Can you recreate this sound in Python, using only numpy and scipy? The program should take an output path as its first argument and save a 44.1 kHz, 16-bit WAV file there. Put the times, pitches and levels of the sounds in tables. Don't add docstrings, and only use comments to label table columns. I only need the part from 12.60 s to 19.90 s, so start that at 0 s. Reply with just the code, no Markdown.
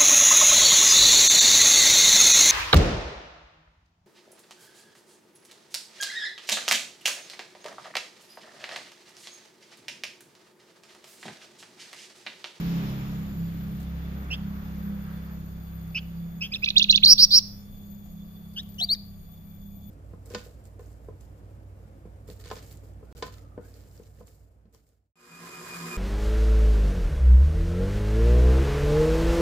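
import sys
import numpy as np
from scipy import signal
from scipy.fft import rfft, irfft, next_fast_len
from scipy.io import wavfile
from scipy.ndimage import uniform_filter1d

SR = 44100
rng = np.random.default_rng(int(sys.argv[2]) if len(sys.argv) > 2 else 0)


def to_linear_factor(level_db):
    exponent = np.asarray(level_db, float) / 20
    return 10 ** exponent


def wrap_up_sound(samples):
    columns = np.atleast_2d(samples).T
    tamed = np.clip(columns, -1, 1)
    steps = np.round(tamed * 32767).astype(np.int16)
    wavfile.write(sys.argv[1], SR, steps)


N = 321930
TIME = np.arange(N) / SR
LEFT_RIGHT = np.array([[1], [-1]]) / 2


def shaped(x, gain):
    size = next_fast_len(x.shape[-1])
    f = np.arange(size // 2 + 1) * SR / size
    return irfft(rfft(x, size) * gain(f), size)[..., :x.shape[-1]]


def unit(x):
    return x / np.sqrt(np.mean(x ** 2))


def curve(x, table):
    return np.interp(x, *np.transpose(table))


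def ring(x, hz, width_hz):
    return unit(shaped(x, lambda f: 1 / (1 + ((f - hz) / (width_hz / 2)) ** 2)))


def walk(rate_hz):
    hold = int(SR / rate_hz)
    steps = np.repeat(rng.standard_normal(N // hold + 1), hold)
    return unit(uniform_filter1d(uniform_filter1d(steps, hold), hold)[:N])


def bell(s, spread_s):
    return np.exp(-((TIME - s) / spread_s) ** 2)


def wash(colour, alike_hz, anti):
    hz, db = np.transpose(colour)
    mid, side = rng.standard_normal((2, N))
    side = shaped(side, lambda f: 0.9 / (1 + (f / 45) ** 2) + anti * f ** 2 / (f ** 2 + alike_hz ** 2))
    sides = np.array([mid + side, mid - side])
    tint = lambda f: to_linear_factor(np.interp(np.log(f + 1), np.log(hz), db))
    out = 0
    for centre in 30 * 2. ** np.arange(10):
        octave = lambda f: np.clip(1 - abs(np.log2((f + 1) / centre)), 0, 1)
        flicker = to_linear_factor(1.3 * walk(6.9))
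        out = out + shaped(sides, lambda f: octave(f) * tint(f)) * flicker
    return unit(out)


# (from t/s, left minus right level/dB, left lag/ms)
PERCHES = [
    (1.6, -4.5, 0.091),
    (3.3, -3, -0.0375),
    (3.78, -2.5, -0.087),
    (4., -5.5, -0.14),
    (4.4, -3.5, -0.15),
    (5.9, 0.5, -0.0795),
    (6.1, 3, -.21),
]
# (from t/s, half line level/dB, overtone level/dB, rasp level/dB, half line's share at the start)
VOICES = [(1.6, -18, -24.5, -16, .1), (3.3, -16.5, -25, -25, 0.06), (3.78, -24.5, -18, -25.5, 0.25),
          (3.9, -25.5, -17, -29.5, .3), (4., -38, -29, -29.5, 0.75), (4.14, -48, -31.5, -24, 0.43),
          (4.4, -55.5, -38.5, -23, .14), (4.45, -36.5, -19, -16, .25), (5.9, -28, -20, -22, 1.1),
          (6.1, -25, -14, -29, 0.23), (6.27, -14.5, -18.5, -38, 0.061)]
# (start t/s, end t/s, rise f/Hz, level at the top/dB)
FLICKS = [
    (3.939, 3.95, 1016, -7.5),
    (4.043, 4.066, 3640, -20.5),
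    (4.086, 4.11, 3464, -20.5),
    (4.181, 4.2, 3505, -19),
    (4.226, 4.247, 3500, -22),
    (4.311, 4.33, 3400, -19.5),
    (4.359, 4.381, 3410, -22.5),
    (4.449, 4.461, 2070, -24.5),
]
FLICK_LEAN, FLICK_POINT = .8, 1.5
FLICK_HUSH_DB = -30.5
BEAK_HZ, BEAK_WIDTH_HZ, BEAK_DB = 3850, 486, 11.5
TRILL_LEAN = 0.14


def bird():
    out = np.zeros((2, N))
    for note, trill in song():
        at, *columns = np.transpose(note)
        _, pan_db, lag_ms = [row for row in PERCHES if row[0] < at[0]][-1]
        _, half_db, over_db, rasp_db, early = [row for row in VOICES if row[0] < at[0]][-1]
        first, last = int(at[0] * SR), int(at[-1] * SR)
        s = TIME[first:last]
        hz, db, *swing_hz = (uniform_filter1d(np.interp(s, at, c), size=45) for c in columns)
        if trill:
            dip_s, rate_hz, end_rate_hz, _, throb_db_per_khz = trill
            since = s - dip_s
            quickening = (end_rate_hz - rate_hz) / (at[-1] - at[0])
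            turn = 2 * np.pi * (rate_hz * since + quickening * since ** 2 / 2)
            wobble = -np.cos(turn) - .25 * np.cos(2 * turn) - TRILL_LEAN * np.sin(2 * turn)
            reach = (.6 + rate_hz / 170) * swing_hz[0] * wobble
            hz = hz + reach - .45 * swing_hz[0]
            db = db + throb_db_per_khz * reach / 1000
        for start, end, rise_hz, top_db in FLICKS:
            through = np.clip((s - start) / (end - start), 0, 1)
            arch = np.sin(np.pi * through ** FLICK_LEAN) ** FLICK_POINT
            hz = hz + rise_hz * arch
            over_db = over_db + FLICK_HUSH_DB * np.clip(3 * arch, 0, 1)
            beak = np.exp(-((hz - BEAK_HZ) / BEAK_WIDTH_HZ) ** 2)
            db = db + top_db * arch ** 1.28 + BEAK_DB * np.clip(6 * arch, 0, 1) * beak
        tone = np.pad(syrinx(s, hz, db, half_db, over_db, rasp_db, early), 64)
        for port, sign in enumerate((1, -1)):
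            late = shaped(tone, lambda f: np.exp(-1j * np.pi * f * sign * lag_ms / 1000))
            out[port, first - 64:last + 64] += late * to_linear_factor(sign * pan_db / 2)
    return out


# (f/Hz, level/dB)
THROAT = [(1000, -4), (3800, 1.5), (5000, 14), (5500, 9), (6300, -4.5), (7100, -3.5), (7900, -22.5),
          (9600, -5.5), (11200, -19), (13500, -5), (15500, -5.5)]
# (f/Hz, level/dB)
WINDPIPE = [(6300, -21), (7800, -37.5), (8700, -30.5), (9700, -9), (11000, -14), (12500, -9), (15000, -8.5),
            (16000, -5.5)]


def syrinx(s, hz, db, half_db, over_db, rasp_db, early):
    turn = 2 * np.pi * np.cumsum(hz) / SR
    throat = lambda k: to_linear_factor(curve(k * hz, THROAT)) * (k * hz < .45 * SR)
    swell = early + 1.3 * ((s - s[0]) / (s[-1] - s[0])) ** 4.5
    half_lines = sum(throat(k / 2) * 1.6 / np.sqrt(k) * np.sin(k * turn / 2) for k in (1, 3, 5))
    tone = np.sin(turn) + to_linear_factor(half_db) * swell * half_lines
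    overtones = throat(2) * np.sin(2 * turn) + .55 * throat(3) * np.sin(3 * turn)
    overtones = to_linear_factor(over_db) * overtones
    flutter = unit(shaped(rng.standard_normal((2, len(s))), lambda f: 1 / (1 + (f / 900) ** 4)))
    air = unit(shaped(rng.standard_normal(len(s)), lambda f: (f > 6300) * to_linear_factor(curve(f, WINDPIPE))))
    breath = to_linear_factor(rasp_db - 12.5) * air * (1 + np.sin(turn / 26) / 2)
    rough_tone = tone * (1 + to_linear_factor(rasp_db - 5) * flutter[0])
    rough_overtones = overtones * (1 + to_linear_factor(rasp_db + 9) * flutter[1])
    fade = np.clip(np.minimum(s - s[0], s[-1] - s) / .0015, 0, 1)
    return np.sqrt(2) * (breath + rough_tone + rough_overtones) * to_linear_factor(db) * fade


# (first dip t/s, start rate f/Hz, end rate f/Hz, widest swing f/Hz, loudness throb level/dB per kHz)
TRILLS = [
    (1.704, 138, 101.8, 293, 5),
    (3.351, 114, 106, 295, 1),
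    (3.8134, 160, 95.5, 318, 4),
    (5.959, 115.3, 95, 188, 2.5),
    (4.471, 210.4, 200, 328, 4),
    (4.5797, 206.8, 182, 349, 6),
    (4.7265, 194.6, 148.5, 350, 4.5),
    (6.19, 90.5, 80, 300, -0.5),
]
# (start t/s, length t/s, low pitch f/Hz, high pitch f/Hz, peak level/dB)
CHIRPS = [
    (1.702, 0.057, 2680, 3304, -30.5),
    (3.346, 0.053, 2783, 2988, -28),
    (3.808, 0.069, 2607, 3200, -31.5),
    (5.961, 0.051, 2940, 3850, -32.5),
]
BUZZES = [
    (4.466, 0.074, 4315, 5406, -9),
    (4.578, 0.078, 4190, 5307, -9.5),
    (4.705, 0.09, 4546, 5540, -11.5),
]
# (share of the length, share of the climb, level under the peak/dB, share of the swing)
CHIRP = [
    [(0, -0.41, -17, .05), (.1, 0.092, -10, .15), (.22, 0.18, -1.5, .3), (.36, 0.17, -3, .5),
     (.55, .67, -0.5, .85), (.74, .85, -3, 1), (.85, .8, -9.5, 1), (1, 1.2, -21.5, .9)],
    [(0, -0.5, -10, .02), (.1, -1.5, -5.5, .15), (.27, 0.25, 0, .4), (.5, 0.14, -1.5, .75),
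     (.7, 0.64, -3.5, .9), (.86, 2, -11, 1.1), (1, 1, -27.5, .6)],
    [(0, 0.0031, -16, .02), (.08, -0.068, -4, .1), (.22, .1, 2.5, .3), (.36, 0.53, -1.5, .7),
     (.5, .7, -1.5, .8), (.7, .9, -5.5, .9), (.88, .85, -13, 1.1), (1, 0.6, -21, 0.55)],
    [(0, 0.11, -16, .1), (.1, 0.047, -7, .4), (.33, .2, -1, .8), (.55, .45, 0, 1), (.8, 0.89, -4, .6),
     (1, 1, -15.5, .8)],
]
BUZZ = [
    [(0, -.3, -6.5, 0.39), (.13, .2, -5, .8), (.3, .4, -4, 0.83), (.45, 0.61, -1, 0.62), (.72, 1, 1, 0.71),
     (.9, 0.93, 0, .9), (.95, 0.95, -5.5, .6), (1, 0.13, -19, .4)],
    [(0, -0.32, -15, 0.61), (.07, 0.00059, -13, .8), (.28, .4, -3.5, 1), (.5, .65, -5, .85),
     (.7, 0.93, 0, 0.87), (.9, 1, -1.5, 1), (1, -1, -27.5, 0.34)],
    [(0, -.6, -21, .6), (.07, -0.08, -11, .8), (.25, 0.1, -6, 1), (.48, .25, 1.5, .85), (.62, .62, -2, .9),
     (.88, 1, 0, 0.61), (.94, .5, -5, 0.98), (1, -1.5, -24, 0.53)],
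]
# (t/s, centre pitch f/Hz, level/dB, trill swing f/Hz)
SWEEP = [
    (6.182, 2990, -48, 6),
    (6.189, 2928, -39.5, 24),
    (6.203, 3300, -31.5, 280),
    (6.219, 3930, -24.5, 94.5),
    (6.233, 4300, -25, 180),
    (6.248, 4780, -25, 45),
    (6.254, 4020, -50.5, 52.5),
]
# (t/s, pitch f/Hz, level/dB)
WHISTLES = [
    [(3.913, 2221, -62), (3.922, 2400, -35), (3.934, 2555, -32.5), (3.938, 3460, -32), (3.948, 3317, -33),
     (3.952, 3690, -26.5), (3.957, 3308, -36), (3.96, 2520, -33.5), (3.972, 2690, -46.5)],
    [(4.424, 2000, -45), (4.432, 2800, -22), (4.438, 3850, -7), (4.443, 4200, -14.5), (4.447, 4400, -8),
     (4.46, 4400, -8), (4.463, 4200, -10.5), (4.4675, 3900, -8.5)],
    [(6.2855, 3600, -50.5), (6.291, 3700, -27), (6.303, 4270, -25), (6.322, 4552, -19.5),
     (6.338, 4886, -24), (6.346, 4260, -40.5), (6.352, 3476, -36)],
]
# (start t/s, shelf reached t/s, shelf pitch f/Hz, shelf level/dB)
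SYLLABLES = [
    (4.021, 4.047, 2661, -19.5),
    (4.067, 4.083, 2567, -22),
    (4.156, 4.179, 3786, -10),
    (4.205, 4.223, 3630, -15),
    (4.286, 4.309, 4064, -8),
    (4.328, 4.358, 3700, -13),
]
# (share of the time, share of the climb, level under the shelf/dB)
OPENING = [
    (0, -0.38, -25.5),
    (.33, 0.32, -13),
    (.57, .8, -6),
    (1, 1, -1),
]
SWIFT = [
    (0, -.3, -30.5),
    (.3, .2, -14.5),
    (.52, 0.74, -3),
    (.75, 1, 0),
    (1, 1.05, -1.5),
]
JOINED = [
    (0, 0.081, -8),
    (.27, 0.01, -14),
    (.62, .68, -5.5),
    (1, 0.92, -1),
]
# (t/s after the last shelf, pitch f/Hz, level/dB)
CLOSING = [
    (.022, 2657, -21.5),
    (0.03, 2270, -49.5),
]


def song():
    kinds = zip(CHIRPS + BUZZES, CHIRP + BUZZ, TRILLS)
    notes = [trilled(row, course, trill[3]) for row, course, trill in kinds] + [SWEEP]
    pairs = []
    for a, b, way in zip(SYLLABLES[::2], SYLLABLES[1::2], (OPENING, SWIFT, SWIFT)):
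        close = [(b[1] + s, hz, db) for s, hz, db in CLOSING]
        pairs.append(climb(a, way) + climb(b, JOINED) + close)
    return list(zip(notes, TRILLS)) + [(whistle, None) for whistle in pairs + WHISTLES]


def trilled(row, course, swing_hz):
    start, length, low_hz, high_hz, peak_db = row
    return [(start + a * length, low_hz + up * (high_hz - low_hz), peak_db + db, wide * swing_hz)
            for a, up, db, wide in course]


def climb(row, course):
    start, shelf, hz, shelf_db = row
    low_hz = 1690 + .25 * hz
    return [(start + a * (shelf - start), low_hz + up * (hz - low_hz), shelf_db + db) for a, up, db in course]


# (lag/ms, level/dB)
CAGE = [
    [(.7, -16), (1.9, -13), (3.4, -15), (5.3, -18)],
    [(1.1, -17), (2.3, -17), (4.1, -20), (6.2, -21)],
]
YARD_T60_S, YARD_DB = 0.37, -15
NEAR_T60_S, NEAR_DB = .09, -18


def surroundings(x):
    t = np.arange(SR) / SR
    yard, bars = rng.standard_normal((2, 2, SR))
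    tail = 1000 ** (-t / YARD_T60_S) * (1 - np.exp(-t / 0.06))
    response = to_linear_factor(YARD_DB) * yard * tail / np.sqrt(SR * YARD_T60_S / 14)
    response += to_linear_factor(NEAR_DB) * bars * 1000 ** (-t / NEAR_T60_S) / np.sqrt(SR * NEAR_T60_S / 14)
    response[:, 0] = 1
    for port, echoes in enumerate(CAGE):
        for ms, db in echoes:
            response[port, int(ms * SR / 1000)] += to_linear_factor(db)
    return signal.fftconvolve(x, response, axes=1)[:, :N]


# (t/s, firing rate f/Hz)
FIRING = [(0.0, 34.18), (0.43, 33.45), (1.24, 33.48), (1.34, 33.55), (2.38, 33.15), (3.64, 33.98),
          (3.74, 33.65), (4.55, 33.84), (4.65, 33.67), (6.02, 33.87), (6.55, 33), (7.3, 33.57)]
# (t/s, level/dB)
ROAD = [(0.0, -45), (0.22, -45.5), (0.46, -48.5), (0.87, -52.5), (1.34, -53), (1.69, -52), (2.34, -53.5),
        (2.71, -56), (2.9, -56.5), (3.52, -60), (4.0, -60.5)]


def motorbike():
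    hz = curve(TIME, FIRING)
    turn = 2 * np.pi * np.cumsum(hz * (1 + .004 * walk(14))) / SR
    near_db = curve(TIME, ROAD) - 3 * np.clip(TIME - ROAD[-1][0], 0, None)
    return exhaust(turn, near_db) + road_hiss(turn, near_db) + gravel() + chain()


# (multiple, level at the start/dB, level/dB per s)
ORDERS_MAIN = [
    (2, -46, -1.2),
    (4, -40, -4.5),
    (5, -32.5, -3),
    (6, -36.5, -1.7152),
]
# (t/s, level change/dB, spread t/s)
PASSING_WALLS = [
    [(1.36, 5, 0.19), (2.3, 9, 1.9), (4.6, -14, 0.7)],
    [(0, 0.5, 0.036), (.35, 7.5, 0.15), (.65, -6, 0.033), (.91, -4.5, 0.046), (1.15, 9, 0.035),
     (1.45, 0, .1), (2.2, -15, 0.088), (3.1, -8, 0.15)],
    [(0, -1, 0.023), (.16, 9, 0.11), (.3, -8, 0.172), (.71, -13, 0.062), (.8, 5.5, 0.055),
     (1.63, -16.5, 0.053), (3.65, 6, 0.26), (4.0, -12, 0.16), (5.0, -8.5, 0.35), (6.34, -11, 0.096)],
    [(.06, -4.5, 0.2), (.3, 4.5, 0.091), (.91, -8, 0.11), (1.14, 2, 0.034), (1.4, -13.5, 0.044),
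     (1.7, -16, 0.051), (1.85, 3.5, 0.083), (2.3, 5.5, 0.1), (3.3, -11, 0.512), (4.4, 3.5, 0.24),
     (6.7, -7.5, 0.16)],
]
# (multiple, level at the start/dB, level/dB per s)
ORDERS_LOW = [
    (1, -49, -2),
    (3, -46, -1.8),
]
# (multiple, level/dB)
ORDERS_HIGH = [
    (7, -22.5, ),
    (8, -17),
    (9, -20),
    (10, -30),
    (12, -27),
]


def exhaust(turn, near_db):
    orders = []
    for (k, db, fade_db), walls in zip(ORDERS_MAIN, PASSING_WALLS):
        passing_db = sum(change_db * bell(s, spread) for s, change_db, spread in walls)
        orders.append((k, db + fade_db * TIME + passing_db))
    orders += [(k, db + fade_db * TIME + 4.2 * walk(1.7)) for k, db, fade_db in ORDERS_LOW]
    orders += [(k, near_db + 15.5 + db + walk(1.4) - 2.9 * TIME) for k, db in ORDERS_HIGH]
    out = 0
    for k, db in orders:
        drift = .06 * k * walk(2.5) + 1.2 * walk(.6) - .066 * k * LEFT_RIGHT
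        level = to_linear_factor(db + 1.54 * walk(12) - 0.184 * k * LEFT_RIGHT)
        out = out + np.sqrt(2) * level * np.cos(k * turn + drift)
    return out


# (f/Hz, level/dB per Hz)
ROAD_COLOUR = [(18, -39.5), (30, -13.5), (114, -11), (178, -10), (343, -20), (1000, -28), (1150, -26),
               (6980, -48), (8170, -68), (9820, -51.5), (10900, -72), (13800, -51.5), (15700, -64.5)]


def road_hiss(turn, near_db):
    puffs = 1 + 0.053 * np.cos(turn)
    hiss = wash(ROAD_COLOUR, alike_hz=1070, anti=1.15) * to_linear_factor(near_db + 7.0) * puffs
    hiss[0] = np.roll(hiss[0], 14) * to_linear_factor(-0.5)
    return hiss


# (t/s, spread t/s, f/Hz, width f/Hz, level/dB)
GRAVEL = [
    (0.22, 0.27, 1200, 970, -68.5),
    (0.248, 0.33, 2342, 1100, -54.5),
    (.25, 0.33, 3426, 1400, -54),
    (0.098, 0.41, 5230, 1900, -57),
    (2.3, 0.18, 500, 55.6, -58),
    (2.3, 0.65, 1390, 1100, -58),
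]


def gravel():
    out = 0
    for s, spread, hz, width_hz, db in GRAVEL:
        grind = ring(rng.standard_normal((2, N)), hz, width_hz)
        out = out + to_linear_factor(db + 1.8 * walk(20)) * grind * bell(s, spread)
    return out


# (f/Hz, width f/Hz, level at the start/dB)
CHAIN = [
    (7100, 140, -63.5),
    (8850, 120, -67.5),
    (11670, 140, -67),
    (14400, 160, -62.5),
]


def chain():
    rattle = sum(to_linear_factor(db + 3 * walk(2.9)) * ring(rng.standard_normal((2, N)), hz, width_hz)
                 for hz, width_hz, db in CHAIN)
    return rattle * to_linear_factor(-9 * TIME)


# (t/s, peak level/dB, wood thump level/dB, length t/s)
TICKS = [(1.199, -54.5, -55, .02), (1.23, -56, -87.5, 0.0071), (1.618, -69, -56, .04),
         (1.642, -62.5, -60, 0.012), (1.705, -81, -51, .015), (1.861, -71, -70, 0.012),
         (5.455, -69, -65, .03), (5.531, -72, -59, .02), (5.938, -57, -76.5, 0.0037),
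         (6.031, -55, -78, .004), (6.091, -53.5, -66, .003), (6.121, -59.5, -71, .003),
         (6.143, -53.5, -71, .004), (6.169, -65.5, -70, .006), (6.184, -57.5, -70, 0.024),
         (6.204, -58.5, -49, 0.045), (7.207, -68.5, -60, .01)]


def hops():
    bright = unit(shaped(rng.standard_normal((2, N)), lambda f: (f / 2000) / (1 + (f / 3500) ** 2)))
    wood = ring(rng.standard_normal(N), 706.0, 105)
    out = np.zeros((2, N))
    for s, peak_db, thump_db, length in TICKS:
        since = np.clip(TIME - s, 0, None)
        burst = (since > 0) * np.exp(-(since / length) ** 2)
        thump = to_linear_factor(thump_db) * wood * np.clip(since / 0.0032, 0, 1)
        out += burst * (to_linear_factor(peak_db) * bright + thump)
    return out


# (f/Hz, width f/Hz, level/dB, left minus right
# level/dB, pulse rate f/Hz)
INSECTS = [(1143, 55, -78, 4.5, 35), (2344, 110, -84.5, -4.5, 26), (3478, 140, -70.5, -4, 66),
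           (4600, 470, -76, -6.5, 47), (6755, 440, -75, -8.5, 110), (9580, 1000, -73.5, -6.5, 140),
           (13170, 40, -77.5, 2, 54), (13730, 22, -66.5, -4.5, 43), (13630, 18, -72, -4, 3),
           (14030, 50, -75.5, 3, 50), (13640, 761, -69, -2, 60)]


def insects():
    out = 0
    for hz, width_hz, db, pan_db, rate_hz in INSECTS:
        level = to_linear_factor(db + pan_db * LEFT_RIGHT + 1.8 * walk(rate_hz) + 1.5 * walk(3))
        out = out + level * ring(rng.standard_normal((2, N)), hz, width_hz)
    return out


# (f/Hz, level/dB per Hz)
AIR = [(25, 8), (60, 0.5), (120, -1.5), (200, -3.5), (340, -19), (700, -22), (1500, -48), (3000, -40.5),
       (5500, -44.5), (7400, -42.5), (8200, -73.5), (11000, -67.5), (12500, -55), (15800, -55)]


def open_air():
    return to_linear_factor(-48.5) * wash(AIR, alike_hz=450, anti=0.88)


def scene():
    return surroundings(bird()) + motorbike() + hops() + insects() + open_air()


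def low_pass(x):
    return signal.sosfilt(signal.butter(12, 15880, fs=SR, output="sos"), x)


HEADROOM = 1.7
SAG_DB, SAG_HZ = -12, 70
LEFT_PORT_HZ, LEFT_PORT_WIDTH_HZ, LEFT_PORT_DB = 13400, 2800, 16.5
TOP_HZ = 15830


def record(dry):
    port_db = lambda f: LEFT_PORT_DB * np.exp(-((f - LEFT_PORT_HZ) / LEFT_PORT_WIDTH_HZ) ** 2)
    rounded = HEADROOM * np.tanh(dry / HEADROOM)
    sound = shaped(rounded, lambda f: to_linear_factor(port_db(f) * LEFT_RIGHT) * (f < TOP_HZ))
    power = np.mean(dry ** 2, axis=0)
    sound += to_linear_factor(SAG_DB) * shaped(power, lambda f: (f > 15) / (1 + (f / SAG_HZ) ** 2))
    return low_pass(sound)


dry = scene()
out = record(dry)
wrap_up_sound(out)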